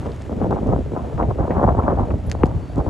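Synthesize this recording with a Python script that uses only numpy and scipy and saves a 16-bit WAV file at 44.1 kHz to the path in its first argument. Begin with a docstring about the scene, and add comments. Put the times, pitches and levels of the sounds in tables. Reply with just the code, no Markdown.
"""Wind buffets a microphone from the start, with a deep rumble and a soft hiss; a flag is flying from a pole.
Buffeting, rumble and hiss are coloured noise at two ports; the gusts also splutter in lumps. Hard eddies snap
as quick downward chirps, filtered pulses with late lows; the flag cracks once as a heavy thump. Cloth and
rigging tick as clicks with noise tails, and a metal fitting pings once as decaying sines. Sine waves add a
faint rising tone early on and a faint high whine near the end."""
import sys
import numpy as np
from scipy import signal
from scipy.fft import rfft, irfft, next_fast_len
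from scipy.io import wavfile
from scipy.ndimage import uniform_filter1d

SR = 44100
rng = np.random.default_rng(int(sys.argv[2]) if len(sys.argv) > 2 else 0)


def dump_mix(stems):
    """Bounce the given channels to the path in sys.argv[1] as a 16-bit WAV at rate SR."""
    frames = np.atleast_2d(stems).T  # one column per channel
    limited = np.clip(frames, -1, 1)  # hard clip at full scale
    pcm = np.round(limited * 32767).astype(np.int16)
    wavfile.write(sys.argv[1], SR, pcm)


N = 127449
T = np.arange(N) / SR
SIZE = next_fast_len(N + SR // 4)  # padded, so late sound does not wrap round
HZ = np.maximum(np.arange(SIZE // 2 + 1) * SR / SIZE, 1)
PORT_SIGN = np.array([[1], [-1]])  # left, right


def from_db(db):
    """Decibels to gain."""
    return 10 ** (np.asarray(db) / 20)


def rms_one(x):
    """Scale to unit power."""
    return x / np.sqrt(np.mean(x ** 2) + 1e-20)


def in_time(rows):
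    """Draw a breakpoint curve, sample by sample."""
    return np.interp(T, *np.transpose(rows))


def at_hz(rows, hz=HZ, axis=1):
    """Read a column of a table over log frequency."""
    rows = np.array(rows)
    return np.interp(np.log(hz), np.log(rows[:, 0]), rows[:, axis])


def filtered(x, response):
    """Apply a frequency response."""
    return irfft(rfft(x, SIZE) * response, SIZE)[..., :N]


def panned(db):
    """Left and right gains for a level difference, left minus right."""
    return from_db(0.5 * PORT_SIGN * db)


def port_phase(lead):
    """Phase response of the two ports when the left leads by the given angles."""
    return np.exp(0.5j * PORT_SIGN * at_hz(lead))


def drift(rate_hz):
    """Smooth random wander of unit rms, rolled off above the rate."""
    return rms_one(filtered(rng.standard_normal(SIZE), 1 / (1 + (HZ / rate_hz) ** 2)))


def click(s):
    """A unit impulse."""
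    return 1.0 * (np.arange(N) == int(s * SR))


def chirp(cycles):
    """Response in which each pitch arrives about this many of its own cycles late, so lows follow highs."""
    return np.exp(-2j * np.pi * cycles * np.log(HZ + 20))


# how alike the air is at the two ports: f/Hz, correlation
PORT_LIKENESS = [(60, 0.91), (180, 0.68), (300, 0.86), (600, 0.83), (1200, 1), (2200, 1), (3500, 0.95),
                 (6500, 1), (7600, 0.84), (10000, .67)]
# stereo balance of the air: f/Hz, left-minus-right level/dB
PORT_TILT = [(60, 0.2), (300, -0.1), (700, 0.5), (1200, 3), (1700, 2), (2600, -0.3), (5000, -0.5)]


def air(lead):
    """White noise of about 0 dB per Hz at two ports: a shared part, and a part of opposite sign."""
    mid, side = rng.standard_normal((2, SIZE)) * np.sqrt(SR / 4)
    alike = np.clip(at_hz(PORT_LIKENESS), 0, 1)
    ports = panned(at_hz(PORT_TILT)) * port_phase(lead)
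    shared = filtered(mid, np.sqrt(1 + alike) * ports)
    opposed = PORT_SIGN * filtered(side, np.sqrt(1 - alike) * ports)
    return shared + opposed


# phase lead of the left port in the wind: f/Hz, lead/rad
WIND_LEAD = [(60, 0.02), (300, -0.1), (600, -0.77), (1120, -1.12), (2000, -1.32)]
# strength of the gusts, heard relative to USUAL_GUST_DB: t/s, level/dB
GUST = [(0.0, -29), (0.045, -30), (0.07, -27), (0.17, -42.5), (0.285, -34), (0.305, -24), (0.36, -32),
        (0.4, -28.5), (0.42, -22), (0.465, -20.5), (0.5, -24.5), (0.52, -22), (0.56, -23), (0.615, -28),
        (0.645, -29.5), (0.67, -19), (0.81, -23), (0.84, -51), (0.86, -30.5), (0.91, -33.5), (0.935, -27),
        (0.97, -28.5), (1.17, -33.5), (1.19, -21), (1.23, -19), (1.25, -29.5), (1.31, -23), (1.34, -36),
        (1.38, -33.5), (1.395, -17), (1.47, -31.5), (1.51, -16), (1.54, -24.5), (1.575, -15), (1.605, -24),
        (1.64, -16.5), (1.66, -24.5), (1.69, -21), (1.715, -21), (1.735, -26.5), (1.77, -25),
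        (1.795, -20.5), (1.82, -25), (1.845, -21.5), (1.93, -22.5), (1.96, -27), (2.01, -25.5), (2.07, -28),
        (2.12, -23.5), (2.24, -40.5), (2.28, -34), (2.38, -34.5), (2.44, -24), (2.52, -35), (2.56, -36.5),
        (2.61, -34), (2.67, -40.5), (2.7, -30.5), (2.74, -43), (2.79, -21.5), (2.84, -25.5), (2.89, -28)]
# strength of the bright top, heard relative to USUAL_TOP_DB: t/s, level/dB
BRIGHT_TOP = [(0.0, -51), (0.06, -34.5), (0.14, -55), (0.39, -46), (0.45, -28.5), (0.49, -54), (0.52, -25),
              (0.55, -36), (0.59, -34), (0.6, -52.5), (0.73, -29), (0.73, -27), (0.79, -52.5), (0.9, -56),
              (0.97, -29), (1.0, -35), (1.15, -43), (1.21, -27.5), (1.28, -46), (1.305, -33), (1.36, -59),
              (1.39, -28), (1.48, -34.5), (1.5, -34.5), (1.54, -34), (1.57, -24), (1.6, -31), (1.64, -25),
              (1.66, -34.5), (1.69, -17), (1.73, -37.5), (1.75, -33), (1.76, -37), (1.79, -23), (1.82, -35),
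              (1.87, -24.5), (1.9, -23.5), (1.96, -33.5), (2.0, -27.5), (2.03, -27.5), (2.08, -45),
              (2.11, -37.5), (2.2, -50.5), (2.33, -45.5), (2.46, -31.5), (2.598, -47.5), (2.606, -39.5),
              (2.712, -51.5), (2.806, -32.5), (2.83, -49), (2.89, -33.5)]
# colour in a usual gust: f/Hz, level/dB per Hz, dB gained per dB of gust, dB gained per dB of top
BUFFET_COLOUR = [(114, -58.5, 1.05, 0), (176, -51, 0.88, 0), (244, -53, 0.9, 0), (400, -56.5, 1.16, -0.3),
                 (698, -58, 0.63, .5), (954, -64, 0.15, 0.78), (1300, -75.5, 0.58, 1.59),
                 (1666, -87.5, 1, 0.88), (2600, -104, -0.5, 0.28)]
USUAL_GUST_DB, USUAL_TOP_DB = -28, -37
SPLUTTER_DB, SPLUTTER_HZ = 3, 111  # lumps shared by all bands
PATCHY_DB, PATCHY_HZ = 2.45, 16.5  # slower lumps, separate in each band
EDDY_LAG_CYCLES = 1.1


def buffeting():
    """Turbulence in spluttering lumps: gust and top curves set each band's level, and lows arrive late."""
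    gust_db = in_time(GUST) - USUAL_GUST_DB
    top_db = in_time(BRIGHT_TOP) - USUAL_TOP_DB
    splutter_db = SPLUTTER_DB * drift(SPLUTTER_HZ)
    flow = air(WIND_LEAD)
    colour = from_db(at_hz(BUFFET_COLOUR))
    out = 0
    for hz in 110 * 2 ** (np.arange(8) * 2 / 3):  # overlapping bands, two thirds of an octave apart
        band = np.clip(1 - np.abs(np.log2(HZ / hz)) * 3 / 2, 0, 1)
        lumps = rms_one(from_db(splutter_db + PATCHY_DB * drift(PATCHY_HZ)))
        gust_gain_db = gust_db * at_hz(BUFFET_COLOUR, hz, axis=2)
        top_gain_db = top_db * at_hz(BUFFET_COLOUR, hz, axis=3)
        out = out + filtered(flow, band * colour) * lumps * from_db(gust_gain_db + top_gain_db)
    return filtered(out, chirp(EDDY_LAG_CYCLES))


# swell of the rumble, before RUMBLE_TRIM_DB: t/s, level/dB
RUMBLE = [(0.0, -29.5), (0.26, -34.5), (0.43, -26), (0.56, -25.5), (0.58, -35), (0.7, -20), (1.01, -36),
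          (1.03, -25.5), (1.11, -38.5), (1.16, -22), (1.19, -27.5), (1.3, -20.5), (1.36, -34),
          (1.41, -17.5), (1.48, -34.5), (1.58, -22.5), (1.61, -33), (1.65, -18.5), (1.72, -18.5),
          (1.75, -28), (1.8, -15.5), (1.82, -42), (1.84, -21.5), (1.88, -27.5), (2.03, -20.5),
          (2.07, -33.5), (2.13, -19), (2.22, -32.5), (2.29, -21.5), (2.33, -29), (2.45, -21.5),
          (2.5, -27.5), (2.57, -21), (2.6, -29.5), (2.69, -36.5), (2.73, -30.5), (2.76, -28), (2.8, -14.5),
          (2.85, -44), (2.88, -18)]
# its colour, before levelling: f/Hz, relative level/dB
RUMBLE_COLOUR = [(10, -45), (20, -31), (28, -17), (42, -11.5), (66, -0.5), (90, -4.5), (120, -6.5),
                 (180, -19), (400, -28.5), (1000, -100)]
RUMBLE_TRIM_DB = 2.5


def rumble():
    """Large slow eddies: deep noise held to an even strength, then swelled by its level curve."""
    eddies = filtered(air(WIND_LEAD), from_db(at_hz(RUMBLE_COLOUR)))
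    running_power = uniform_filter1d(np.mean(eddies ** 2, axis=0), size=SR // 16)
    even = eddies / np.sqrt(running_power)
    return even * from_db(RUMBLE_TRIM_DB + in_time(RUMBLE))


WAVER_HZ, WAVER_RATE_HZ = 9, 51  # rms width and rate of the pitch waver


def tone(hz, db):
    """A sine at a given rms level, its pitch wavering slightly at random."""
    wavering_hz = hz + WAVER_HZ * drift(WAVER_RATE_HZ)
    return np.sqrt(2) * from_db(db) * np.sin(2 * np.pi * np.cumsum(wavering_hz) / SR)


# a faint thin tone that rises: t/s, f/Hz, level/dB
RISING_TONE = [(0, 8200, -76), (0.151, 8560, -73), (.28, 8660, -76), (.38, 8850, -100)]


def rising_tone():
    """A thin sine gliding upward early on, then fading."""
    s, hz, db = np.transpose(RISING_TONE)
    return tone(np.interp(T, s, hz), np.interp(T, s, db))


# slow swell of the hiss, added to its colour: t/s, level/dB
HISS = [(0, 2), (.22, 0), (.35, -0.5), (1.3, -0.8), (2.0, -2), (2.89, -1)]
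# its colour: f/Hz, level/dB per Hz
HISS_COLOUR = [(100, -101.5), (900, -76.5), (1500, -82.5), (2200, -87.5), (3200, -91.5), (5000, -98.5),
               (7600, -99), (8800, -104), (10800, -103), (12200, -110), (13500, -130)]
# phase lead of the left port in the hiss: f/Hz, lead/rad
HISS_LEAD = [(1000, 1.4), (2000, 0), (4000, 0.039), (6500, 0), (7700, 0.19), (8200, 1.5), (12000, 1.2)]


def hiss():
    """Soft air noise, made slightly grainy by a quick 1 dB wander in level."""
    grain_db = 1.0 * drift(80)
    return filtered(air(HISS_LEAD), from_db(at_hz(HISS_COLOUR))) * from_db(in_time(HISS) + grain_db)


# hard eddies: t/s, level/dB before colour and trim, thin below f/Hz, dull above f/Hz,
# left-minus-right level/dB
SNAPS = [(.0305, -23.5, 200, 1100, -2), (0.0581, -17.5, 400, 1150, 3), (0.0654, -18, 250, 750, 0),
         (0.2944, -19.5, 200, 1000, 3), (.327, -24, 600, 1300, 5), (0.4145, -14, 150, 900, 8),
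         (0.444, -12.5, 150, 900, -1), (0.467, -14, 100, 700, 4), (0.509, -13, 100, 1200, 0),
         (0.5264, -12, 350, 1150, 6), (0.5688, -15.5, 400, 800, 0), (0.587, -18, 400, 800, 0),
         (.6303, -20.5, 100, 800, 3), (.668, -12, 80, 350, -0.5), (.690, -13.5, 150, 900, 2),
         (.706, -9.5, 70, 300, -1), (0.7339, -9.5, 200, 1000, 2), (0.7616, -14, 250, 1100, 3.5),
         (0.9181, -17, 100, 650, 4.5), (.9637, -14, 350, 1200, 3.5), (1.192, -16.5, 300, 1400, -1),
         (1.2105, -11.5, 350, 1500, 0), (1.2236, -9, 350, 900, 1.5), (1.3046, -16.5, 400, 900, 5),
         (1.389, -17, 200, 850, 1), (1.3963, -13.5, 100, 800, -2), (1.4076, -14, 50, 800, 0),
         (1.4527, -17, 300, 850, 2), (1.5049, -11.5, 120, 1000, 0.5), (1.568, -12.5, 250, 1100, 4),
         (1.614, -7, 400, 850, 1), (1.6281, -8, 250, 800, 0), (1.6403, -10, 300, 1100, 1),
         (1.649, -6, 70, 240, 0), (1.6833, -7.5, 70, 550, 0), (1.6936, -14.5, 450, 1100, 1),
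         (1.7493, -11, 350, 850, -2), (1.784, -8, 70, 330, 1), (1.789, -14, 250, 1150, 1.5),
         (1.8004, -16, 350, 1100, 0), (1.88, -3, 650, 1250, 2.5), (1.931, -14, 70, 644, 0),
         (1.9951, -19.5, 600, 1500, 1), (2.0091, -18, 250, 1000, 0.5), (2.017, -12, 50, 330, -0.5),
         (2.1047, -22, 200, 1600, 2), (2.111, -18.5, 200, 1500, 1), (2.139, -18.5, 120, 850, -0.5),
         (2.35, -16, 150, 1100, 2), (2.5135, -20, 700, 1000, -5), (2.764, -18, 120, 400, 0),
         (2.7785, -3, 120, 290, 1.5), (2.7925, -13.5, 150, 650, -5), (2.8107, -13.5, 400, 750, -3),
         (2.8642, -13.5, 250, 900, 2)]
# colour they share: f/Hz, relative level/dB
SNAP_COLOUR = [(30, -14), (100, -2), (250, -1.5), (500, -3), (900, -7.5), (1250, -12.5), (1500, -15.5),
               (2600, -35), (8000, -56)]
SNAP_TRIM_DB = 36.5


def snaps():
    """Single pressure pulses of hard eddies, falling quickly in pitch because their lows arrive late."""
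    pulses = 0
    for s, db, low_hz, high_hz, pan_db in SNAPS:
        band = 1 / np.sqrt((1 + (low_hz / HZ) ** 4) * (1 + (HZ / high_hz) ** 6))
        placed = np.exp(-2j * np.pi * HZ * s)  # a pulse delayed to its moment
        pulses = pulses + placed * from_db(db) * band * panned(pan_db)
    colour = from_db(SNAP_TRIM_DB + at_hz(SNAP_COLOUR))
    return irfft(pulses * port_phase(WIND_LEAD) * chirp(EDDY_LAG_CYCLES) * colour, SIZE)[:, :N]


# contacts of cloth and rigging: t/s, level/dB before colour and trim, left-minus-right level/dB,
# dull above f/Hz, rustle t60/s
TICKS = [(0.064, -34.5, 0, 5000, 0.054), (0.119, -34, 1, 6000, 0.044), (.163, -37.5, 0, 12000, 0.011),
         (0.215, -38, 0, 6000, 0.074), (0.221, -34.5, -1, 11000, 0.018), (0.509, -38, 5, 12000, .008),
         (.671, -40.5, 0, 12000, .03), (1.178, -23, 0, 2000, 0.034), (1.229, -24, 1, 1990, .015),
         (1.508, -20.5, 0.5, 1950, 0.12), (1.6903, -22, 2, 2000, .015), (1.818, -32, 1, 2300, 0.012),
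         (1.835, -20.5, 0, 1800, 0.032), (2.106, -27.5, 2, 2600, .06), (2.298, -32, 1, 14000, .008),
         (2.3005, -32, -5, 14000, 0.0087), (2.3156, -19, 5, 8800, 0.012), (2.3233, -33, -7, 12000, .012),
         (2.33, -36, 6, 8000, 0.013), (2.4582, -33.5, -2, 10000, 0.0092), (2.4662, -37.5, 4, 14000, 0.017),
         (2.759, -39, -2, 12000, 0.0092), (2.782, -41, 2, 14000, 0.013)]
# colour they share: f/Hz, relative level/dB
TICK_COLOUR = [(200, -28), (1200, 15.5), (3500, 10), (7500, 6.5), (9300, 1), (11500, 0), (14000, -25)]
TICK_TRIM_DB, TICK_TAIL_DB = 4, -22  # the tail is relative to the click
TICK_UNEVEN_DB = 3.5  # spread of each contact's own colour


def ticks():
    """Dry clicks, each with its own uneven colour and a brief noise rustle after it; duller ones are cloth."""
    out = 0
    knots = np.linspace(0, SR / 2, 24)
    for s, db, pan_db, dull_hz, t60 in TICKS:
        decay_db = -60 * np.minimum(np.abs(T - s) / t60, 2)
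        rustle = rng.standard_normal(N) * (T > s) * from_db(TICK_TAIL_DB + decay_db)
        lowpass = signal.butter(4, min(dull_hz, 0.45 * SR), fs=SR)
        contact = signal.lfilter(*lowpass, click(s) + rustle + 1e-18)
        colour = from_db(TICK_UNEVEN_DB * np.interp(HZ, knots, rng.standard_normal(len(knots))))
        out = out + filtered(contact, colour) * from_db(db) * panned(pan_db)
    return filtered(out, from_db(TICK_TRIM_DB + at_hz(TICK_COLOUR)))


# a faint high whine: t/s, level/dB
WHINE = [(2.1, -95), (2.33, -76), (2.37, -67), (2.42, -74), (2.59, -76), (2.625, -64), (2.725, -65.5),
         (2.755, -80), (2.785, -66), (2.815, -73), (2.845, -65), (2.89, -74)]
WHINE_HZ = 4490


def whine():
    """A sine near one high pitch that swells and fades late on."""
    return tone(WHINE_HZ, in_time(WHINE))


# ringing modes of a small metal fitting: f/Hz, starting peak level/dB, t60/s
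FITTING = [(8200, -65, .1), (9750, -64, .07), (10950, -53, .11), (12100, -60, .05)]
FITTING_S = 2.265


def fitting():
    """One thin metallic ping: high sines that start together, each decaying at its own rate."""
    age = np.maximum(T - FITTING_S, 0)
    ping = 0
    for hz, db, t60 in FITTING:
        ping = ping + from_db(db - 60 * age / t60) * np.sin(2 * np.pi * hz * age)
    return ping


# colour of the thump, deep with a thin crack on top: f/Hz, relative level/dB
THUMP_COLOUR = [(30, -21.5), (65, -12), (115, -1), (180, -3), (310, 0), (490, -4.5), (570, -19.5),
                (690, -31), (820, -13.5), (1250, -19), (1480, -27.5), (2900, -37.5), (3600, -56),
                (8000, -82)]
# its stereo balance: f/Hz, left-minus-right level/dB
THUMP_TILT = [(100, 3), (490, 2.5), (740, 8), (1130, 4.5), (1700, 1)]
THUMP_S, THUMP_TRIM_DB, THUMP_LAG_CYCLES = 2.4342, 39, 1.6


def thump():
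    """A heavy blow: one impulse whose lows lag, so a crack drops at once into a compact low punch."""
    colour = from_db(THUMP_TRIM_DB + at_hz(THUMP_COLOUR))
    return filtered(click(THUMP_S), colour * chirp(THUMP_LAG_CYCLES) * panned(at_hz(THUMP_TILT)))


def scene():
    """Wind on the microphone over the small sounds of the flag."""
    wind = buffeting() + rumble() + hiss() + snaps() + thump()
    flag = ticks() + fitting()
    return wind + flag + rising_tone() + whine()


LOW_CUT_HZ, HIGH_CUT_HZ = 25, 12600


def record(dry):
    """A steep cut of the deepest lows at the microphone, then a steep cut of the top."""
    low_cut = filtered(dry, 1 / np.sqrt(1 + (LOW_CUT_HZ / HZ) ** 8))
    high_cut = signal.ellip(10, 0.1, 70, HIGH_CUT_HZ, fs=SR, output="sos")
    return signal.sosfilt(high_cut, low_cut)


dry = scene()
out = record(dry)
dump_mix(out)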